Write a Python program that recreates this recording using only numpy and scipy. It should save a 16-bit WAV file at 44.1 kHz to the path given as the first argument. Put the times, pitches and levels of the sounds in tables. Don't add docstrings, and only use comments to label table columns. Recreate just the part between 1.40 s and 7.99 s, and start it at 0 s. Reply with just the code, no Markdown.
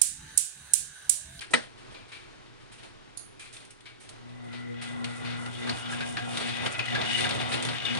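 import sys
import numpy as np
from scipy import signal
from scipy.fft import rfft, irfft
from scipy.io import wavfile
from scipy.ndimage import uniform_filter1d

SR = 44100
rng = np.random.default_rng(int(sys.argv[2]) if len(sys.argv) > 2 else 0)


def boost_factor(decibels):
    exponent = np.asarray(decibels, float) / 20
    return 10 ** exponent


def transcribe(signal):
    frames = np.atleast_2d(signal).T
    limited = np.clip(frames, -1, 1)
    pcm = np.round(limited * 32767).astype(np.int16)
    wavfile.write(sys.argv[1], SR, pcm)


N = 290619
TIME = np.arange(N) / SR
LOG_HZ = np.log(np.arange(N // 2 + 1) * SR / N + 1e-3)
HUM_HZ = 120


def level(x, db):
    return x * boost_factor(db) / np.sqrt(np.mean(x ** 2))


def tracks(table):
    times, *columns = np.transpose(table)
    return [np.interp(TIME, times, column, left=-120) for column in columns]


def colour(x, spectrum):
    hz, db = np.transpose(spectrum)
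    gain = boost_factor(np.interp(LOG_HZ, np.log(hz), db))
    return level(irfft(rfft(x) * gain, N), 0)


def hiss():
    return rng.standard_normal((2, N))


def ring(x, hz, width):
    return signal.lfilter(*signal.iirpeak(hz, hz / width, fs=SR), x)


def walk(rate):
    hold = int(SR / rate)
    steps = np.repeat(rng.standard_normal(N // hold + 1), hold)
    return 1.76 * uniform_filter1d(steps, hold)[:N]


def grit(rate, spread_db):
    hold = int(SR / rate)
    sizes = boost_factor(spread_db * np.minimum(rng.exponential(size=N // hold + 1), 3))
    return hiss() * uniform_filter1d(np.repeat(sizes, hold), hold)[:N]


def tone(hz, wobble, rate=9):
    path_phase = np.array([[0], [np.pi / 2]])
    return np.sqrt(2) * np.sin(2 * np.pi * hz * TIME + wobble * walk(rate) + path_phase)


# multiple of the hum rate, level/dB re the second line
HUM_HARMONICS = [(3, -15.5), (4, -13.5), (6, -16), (7, -24)]


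def motor_hum(hum_db, second_db):
    first = boost_factor(hum_db) * tone(HUM_HZ, 0.34)
    second = boost_factor(second_db) * tone(2 * HUM_HZ, 0.35)
    upper = sum(boost_factor(db + 5.7 * walk(8)) * tone(k * HUM_HZ, 0.78) for k, db in HUM_HARMONICS)
    return first + second + boost_factor(second_db) * upper


# f/Hz, level/dB (per Hz)
WHIRR_SPECTRUM = [(470, -42.5), (800, -5.5), (1020, -10.5), (1830, 1), (1960, 3), (2130, 2), (3540, -6),
                  (4960, -12.5), (7000, -25.5), (9100, -61), (15400, -120)]
# f/Hz, width/Hz, level/dB
HOUSING_MODES = [(723, 39, -2.5), (1617, 19, -4), (2520, 33, -2), (2902, 80, 1), (3170, 34, -6.5),
                 (3570, 92, 0), (2284, 17, -14), (3356, 34, -5)]


def gear_whirr(whirr_db):
    teeth = grit(300, 2.2) * (1 + 0.1 * np.sin(2 * np.pi * HUM_HZ * TIME))
    modes = sum(boost_factor(db + 2.0 * walk(8.1)) * level(ring(teeth, hz, width), 0)
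                for hz, width, db in HOUSING_MODES)
    between = boost_factor(-5.5 + 1.3 * walk(25)) * colour(teeth, WHIRR_SPECTRUM)
    return boost_factor(whirr_db - 0.46) * (level(modes, -3.5) + between)


def gear_whine(whine_db, low_whine_db):
    main = tone(1993.0, 2.0, rate=34) + 0.88 * level(ring(hiss(), 1995.0, 80.0), 0)
    low = level(ring(hiss(), 1406.0, 70.0), 0)
    return boost_factor(whine_db - 1.5) * main + boost_factor(low_whine_db + 2.5) * low


# f/Hz, level/dB (per Hz)
RUMBLE_SPECTRUM = [(24, -55), (40, -25), (119, 2.5), (187, -7.5), (236, -6.5), (405, -8), (726, -5.5),
                   (1300, -10), (1690, -38.5), (2860, -120)]


def body_rumble(rumble_db):
    return boost_factor(rumble_db + 1.22 * walk(14)) * colour(hiss(), RUMBLE_SPECTRUM)


# f/Hz, level/dB (per Hz)
SCRAPE_SPECTRUM = [(2650, -27), (4500, -8), (5070, -4.5), (7510, -3), (9200, 4), (9700, -0.5), (10400, -3),
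                   (13500, -39.5), (22000, -120)]


def bowl_scrape(scrape_db):
    return boost_factor(scrape_db + 2.8 * walk(32)) * colour(grit(500, 2.44), SCRAPE_SPECTRUM)


# t/s, hum level/dB, second line level/dB, rumble level/dB, whirr level/dB
MOTOR_LEVELS = [(2.7, -77, -75, -68, -79.5), (2.86, -61.5, -56, -60.5, -73), (3.09, -54, -51.5, -56.5, -61),
                (3.32, -49, -47, -60.5, -58.5), (3.44, -54, -50, -55, -48.5), (3.64, -48, -42, -48.5, -56),
                (3.69, -46, -46, -49.5, -51.5), (3.79, -54, -52, -54.5, -54.5),
                (3.86, -46, -44.5, -51.5, -43.5), (4.09, -49, -48, -47.5, -55),
                (4.14, -55, -55.5, -55.5, -49), (4.31, -47, -38, -42.5, -43.5),
                (4.38, -51, -67, -52, -45.5), (4.45, -62, -49, -52, -42.5),
                (4.53, -49.5, -44.5, -46, -41.5), (4.75, -47.5, -47.5, -49, -47.5),
                (4.79, -54, -71, -45.5, -42.5), (4.83, -43, -45, -57.5, -43.5),
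                (4.88, -52, -48, -45, -47.5), (4.92, -44, -45.5, -50, -40.5),
                (4.99, -50, -50, -46.5, -46.5), (5.06, -55, -43, -49, -35), (5.12, -42, -47, -50, -41.5),
                (5.15, -52, -50, -51.5, -39.5), (5.27, -45, -46, -40.5, -38), (5.31, -53, -66, -46, -48.5),
                (5.34, -70, -60.5, -46.5, -39), (5.4, -43, -70, -41.5, -47.5), (5.44, -57, -60, -47.5, -44),
                (5.48, -44, -54, -51, -41), (5.54, -46, -40.5, -42, -37.5), (5.6, -43, -55, -43, -37.5),
                (5.71, -47.5, -45.5, -46, -32), (5.97, -42.5, -49.5, -43, -37),
                (6.11, -51, -48, -44.5, -39), (6.31, -44.5, -46.5, -44.5, -38.5),
                (6.45, -60, -62.5, -45.5, -38), (6.52, -43, -38.5, -48, -34.5),
                (6.59, -59, -47, -38, -41.5)]
# t/s, main whine level/dB, low whine level/dB, scrape level/dB
GEAR_LEVELS = [(2.75, -72, -75, -98), (3.01, -62, -74, -79), (3.14, -53, -60, -62), (3.39, -53.5, -64, -81),
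               (3.55, -53, -58, -63), (4.08, -50, -51.5, -55), (4.15, -61, -61.5, -60),
               (4.24, -45, -53, -57), (4.43, -68, -54, -58.5), (4.54, -57, -50, -55), (4.7, -56, -65, -57),
               (4.77, -51, -57, -55.5), (4.82, -55, -53, -53.5), (5.08, -53, -58, -54),
               (5.16, -46, -59, -53.5), (5.31, -48, -50, -53.5), (5.53, -43, -54, -59.5),
               (5.65, -46, -51, -54.5), (5.75, -40.5, -57, -47), (6.09, -50, -52, -56.5),
               (6.32, -48, -56, -57.5), (6.4, -56, -61, -60.5), (6.59, -43, -56, -57)]


def motor():
    hum_db, second_db, rumble_db, whirr_db = tracks(MOTOR_LEVELS)
    whine_db, low_whine_db, scrape_db = tracks(GEAR_LEVELS)
    gears = gear_whirr(whirr_db) + gear_whine(whine_db, low_whine_db)
    return motor_hum(hum_db, second_db) + gears + body_rumble(rumble_db) + bowl_scrape(scrape_db)


# f/Hz, level/dB (per Hz)
THUD_SPECTRUM = [(120, -27.5), (250, -7), (900, -8), (1500, -31.5), (3000, -56.5)]
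BODY_SPECTRUM = [(600, -24.5), (1200, 0), (2400, 4.5), (4300, 1.5), (6500, -18), (9000, -36.5)]


def knocks(table, ring_db, width, tail_db, tail_t60, rise_s):
    thud = colour(hiss(), THUD_SPECTRUM)
    body = colour(hiss(), BODY_SPECTRUM)
    fizz = colour(hiss(), SCRAPE_SPECTRUM)
    out, t, push = np.zeros((2, N)), TIME[:SR // 2], hiss()
    for s, db, hz, thud_db, fizz_db, t60 in table:
        start = int(s * SR)
        part = slice(start, min(start + len(t), N))
        direct = boost_factor(-60 * t / np.clip(t60, 0.01, 1))
        room = boost_factor(tail_db - 60 * t / tail_t60)
        shape = ((1 - np.exp(-t / rise_s)) * (direct + room))[:part.stop - start]
        burst = level(ring(push[:, part], hz, width), ring_db) + body[:, part]
        burst = burst + boost_factor(thud_db) * thud[:, part] + boost_factor(fizz_db) * fizz[:, part]
        out[:, part] += boost_factor(db - 10) * shape * burst
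    return out


# t/s, peak level/dB, ring f/Hz, thud level/dB, fizz level/dB, t60/s
BOWL_KNOCKS = [
    (4.1494, -40.5, 3380, -12, -25, 0.14),
    (4.2694, -32, 1606, -9, -9, 0.12),
    (4.5194, -31.5, 1620, -11, -31, 0.12),
    (4.605, -25.5, 1623, -16, -21, 0.087),
    (4.7679, -23.5, 1645, -16.5, -29, 0.096),
    (5.391, -20.5, 2520, -22, -36, 0.077),
    (5.479, -29.5, 1990, -17.5, -31, 0.085),
    (5.5483, -21, 1643, -19, -18, 0.085),
    (5.8444, -24, 1616, -16.5, -26, 0.093),
    (6.4502, -25.5, 3570, -18.5, -13, 0.1),
]


def bowl_knocks():
    return knocks(BOWL_KNOCKS, ring_db=5, width=47.0, tail_db=-15.5, tail_t60=0.39, rise_s=0.0017)


# t/s, peak level/dB, ring f/Hz, thud level/dB, fizz level/dB, t60/s
TICK_CONTACTS = [(2.166, -37, 3570, -17, -5, 0.044), (2.2494, -51, 3920, -13, 5, 0.045),
                 (2.3052, -47, 2720, -13, 5.5, 0.062), (2.405, -47.5, 3450, -14, -4, 0.042),
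                 (2.69, -40.5, 4000, -16, 3.5, 0.052), (3.6427, -25.5, 2600, -21, -10, 0.055),
                 (4.06, -34.5, 2920, -10, -7, 0.04), (4.1294, -43.5, 3360, -12, -21, 0.05),
                 (4.2937, -22.5, 4450, -20, -17, 0.053), (4.9711, -23, 3680, -24.5, -8, 0.065),
                 (5.1682, -31.5, 3000, -18, -19, 0.044), (5.2602, -19.5, 2920, -11, -32, 0.044),
                 (5.4544, -31.5, 3200, -18.5, -6, 0.055), (5.6138, -23, 3100, -16.5, -33, 0.052),
                 (5.713, -25, 3670, -25.5, -25, 0.038), (5.8064, -23.5, 3680, -19, -7, 0.05),
                 (5.891, -25.5, 3170, -22.5, -4.5, 0.046), (5.908, -24, 3500, -22, -34, 0.034),
                 (6.14, -23.5, 2900, -11.5, -20, 0.05), (6.2244, -28, 3460, -18, 1.5, 0.044),
                 (6.25, -27.5, 3520, -8.5, -3, 0.05), (6.287, -25.5, 3650, -9, -19, 0.056),
                 (6.5494, -26.5, 3540, -11.5, -14, 0.05), (6.571, -26.5, 3570, -16, -12.5, 0.05)]


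def ticks():
    return knocks(TICK_CONTACTS, ring_db=-2.5, width=420.0, tail_db=-12, tail_t60=0.35, rise_s=0.0006)


# t/s, level/dB
LATCH_CONTACTS = [
    (.1285, -46),
    (0.1349, -13),
    (.137, 1),
    (.1385, -6.5),
    (.140, -0.5),
    (0.1421, -2),
    (0.145, -7.5),
    (.149, -5),
]
# f/Hz, level/dB, t60/s
LATCH_MODES = [(246, -20.5, 0.17), (490, -21, 0.14), (926, -20, 0.077), (1360, -9.5, .05),
               (1900, -1.5, 0.057), (2400, -0.5, 0.026), (3060, -6, 0.033), (3870, -8, 0.044),
               (6300, -13, .02), (8810, -6.5, 0.034)]
# f/Hz, level/dB (per Hz)
LATCH_TAIL_SPECTRUM = [(88, -35.5), (150, -6.5), (405, -14.5), (484, -3), (1090, -13), (1890, -2),
                       (2340, -13), (4140, -12), (7420, -26.5), (8870, -16), (10400, -34.5), (13500, -64),
                       (22000, -120)]


def latch():
    t, out = TIME[:SR // 2], np.zeros((2, N))
    for s, db in LATCH_CONTACTS:
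        start = int(s * SR)
        for hz, mode_db, t60 in LATCH_MODES:
            level_luck, pitch_luck = rng.standard_normal((2, 2, 1))
            fade = boost_factor(db + mode_db - 19.5 + 3 * level_luck - 60 * t / t60)
            out[:, start:start + len(t)] += fade * np.sin(2 * np.pi * hz * (1 + 0.046 * pitch_luck) * t)
    after = np.clip(TIME - 0.137, 0, None)
    fade = boost_factor(-36.5 - 60 * after / 0.041) + boost_factor(-27 - 60 * after / 0.25)
    tail = fade * (1 - np.exp(-after / 0.0014))
    out = out + tail * colour(hiss(), LATCH_TAIL_SPECTRUM)
    return signal.sosfilt(signal.butter(2, 170, "high", fs=SR, output="sos"), out)


# f/Hz, width/Hz, level/dB
SNAP_MODES = [(4400, 500, -12), (6400, 200, -15), (6940, 170, -13), (9300, 300, -10), (9800, 280, 0)]


def dial_snap():
    after = np.clip(TIME - 1.772, 0, None)
    fade = boost_factor(-2.5 - 60 * after / 0.028) + boost_factor(-1.0 - 60 * after / 0.32)
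    shape = fade * (1 - np.exp(-after / 0.00054))
    parts = sum(boost_factor(db) * level(ring(hiss(), hz, width), 0) for hz, width, db in SNAP_MODES)
    return boost_factor(-40) * shape * parts


# t/s, peak level/dB, ring f/Hz, thud level/dB, fizz level/dB, t60/s
CLINK_CONTACTS = [
    (0.0064, -34.5, 2380, -21, -2, 0.1),
    (0.0154, -36, 1630, -27, -13.5, 0.22),
    (0.1064, -51, 1810, 10.5, 11.5, 0.32),
    (0.543, -42, 2410, -6.5, -20, 0.43),
    (0.7178, -37, 2330, -22, -12, 0.46),
    (1.9939, -39, 2400, -24, -2.5, 0.37),
    (2.0485, -47.5, 2530, -14, -16, 0.25),
    (2.4548, -39.5, 2250, -15, -15, 0.35),
]


def clinks():
    return knocks(CLINK_CONTACTS, ring_db=-2.5, width=77.0, tail_db=-17, tail_t60=0.64, rise_s=0.0017)


# t/s, peak level/dB, ring f/Hz, thud level/dB, fizz level/dB, t60/s
RUSTLE_CONTACTS = [(0.2194, -41.5, 3370, -12, -9, 0.3), (0.373, -46.5, 1270, -14, -9, 0.31),
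                   (0.5094, -51, 1900, 1, -4, 0.35), (0.6794, -46.5, 1380, -13, -7, 0.42),
                   (1.0494, -50, 2800, -18, -21, 0.3), (1.1994, -51.5, 1650, -15, -8, 0.3),
                   (1.316, -45, 2680, -24, -1, 0.28), (1.3794, -47.5, 1980, -10, -10, 0.43),
                   (1.428, -41.5, 2230, -4, -7, 0.2), (2.124, -41.5, 3640, -12, 1.5, 0.35),
                   (2.199, -48, 2320, -4, -11, 0.34), (2.5994, -48, 1910, -11, 3, 0.3),
                   (2.6294, -52, 3330, -15, -11, 0.25), (2.8794, -49, 1160, -5, -11, 0.32),
                   (3.125, -36.5, 2310, -7, -24, 0.39), (3.4113, -32, 2300, -18, -6, 0.32),
                   (3.6894, -39.5, 1410, -6, -14, 0.37), (3.8437, -33, 2080, -10.5, -28, 0.33),
                   (3.898, -35.5, 2290, -19, -32, 0.36), (4.2294, -36, 2010, -8, -23, 0.27),
                   (4.9366, -30.5, 1640, -18, -11, 0.3), (4.999, -28.5, 3680, -10, -11, 0.37),
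                   (5.079, -30.5, 2300, -10, -19, 0.35), (5.7696, -23, 2030, -17, -7.5, 0.21),
                   (5.9988, -28, 2830, -10.5, -14, 0.3), (6.116, -21, 2660, -12.5, -9.5, 0.28)]


def rustles():
    return knocks(RUSTLE_CONTACTS, ring_db=-11.5, width=200.0, tail_db=-15.5, tail_t60=0.42, rise_s=0.0065)


# f/Hz, level/dB (per Hz)
KITCHEN_SPECTRUM = [(12, -22), (20, 0), (65, -13), (112, -2), (167, -12.5), (395, -8.5), (513, -14),
                    (1350, -14.5), (1460, -13), (3850, -19), (7600, -30.5), (9370, -30.5), (10400, -35),
                    (13500, -68), (22000, -120)]


def kitchen():
    air = boost_factor(-57 - 1.5 + 1.37 * walk(4.94)) * colour(hiss(), KITCHEN_SPECTRUM)
    fridge = boost_factor(-65 + 2.2 * walk(4)) * tone(HUM_HZ, 0.7)
    return air + fridge


def scene():
    mixer = motor() + bowl_knocks() + ticks()
    handling = latch() + dial_snap() + clinks() + rustles()
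    return mixer + handling + kitchen()


# f/Hz, likeness (0-1), left phase lead/rad, left minus right level/dB
PORTS = [(25, 0.5, 2, -3), (70, 0.93, 1.82, -3), (136, 0.98, 2.12, 0), (267, 0.82, 2.74, 1.5),
         (593, 0.79, 2.36, -7.5), (1100, 0.58, 2.25, -1), (1900, 0.67, 1.2, 2.5), (3600, 0.2, 1.5, 9),
         (6000, 0.3, 1.6, -4.5), (8760, 0.35, 1.3, -23.5), (11100, 0.23, 1.5, -7.5)]
# f/Hz, level/dB
TREBLE_LIMIT = [(10350, 0.5), (10650, -16.5), (11200, -45.5), (11600, -87)]


def microphones(dry):
    hz, *columns = np.transpose(PORTS)
    like, lead, balance_db = (np.interp(LOG_HZ, np.log(hz), column) for column in columns)
    like = np.clip(like, 0, 1)
    limit_hz, limit_db = np.transpose(TREBLE_LIMIT)
    straight, scattered = rfft(dry) * boost_factor(np.interp(LOG_HZ, np.log(limit_hz), limit_db))
    left, right = boost_factor(balance_db / 2), boost_factor(-balance_db / 2)
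    centre = np.sqrt(left ** 2 + right ** 2 + 2 * left * right * like * np.cos(lead)) / 2
    lagged = like * np.exp(-1j * lead) * straight
    pair = [left * straight, right * (lagged + np.sqrt(1 - like ** 2) * scattered)]
    return irfft(pair / centre, N)


def roll_off(x):
    return signal.sosfilt(signal.butter(12, 11490, fs=SR, output="sos"), x)


def record(dry):
    mix = microphones(dry)
    return roll_off(mix)


dry = scene()
out = record(dry)
transcribe(out)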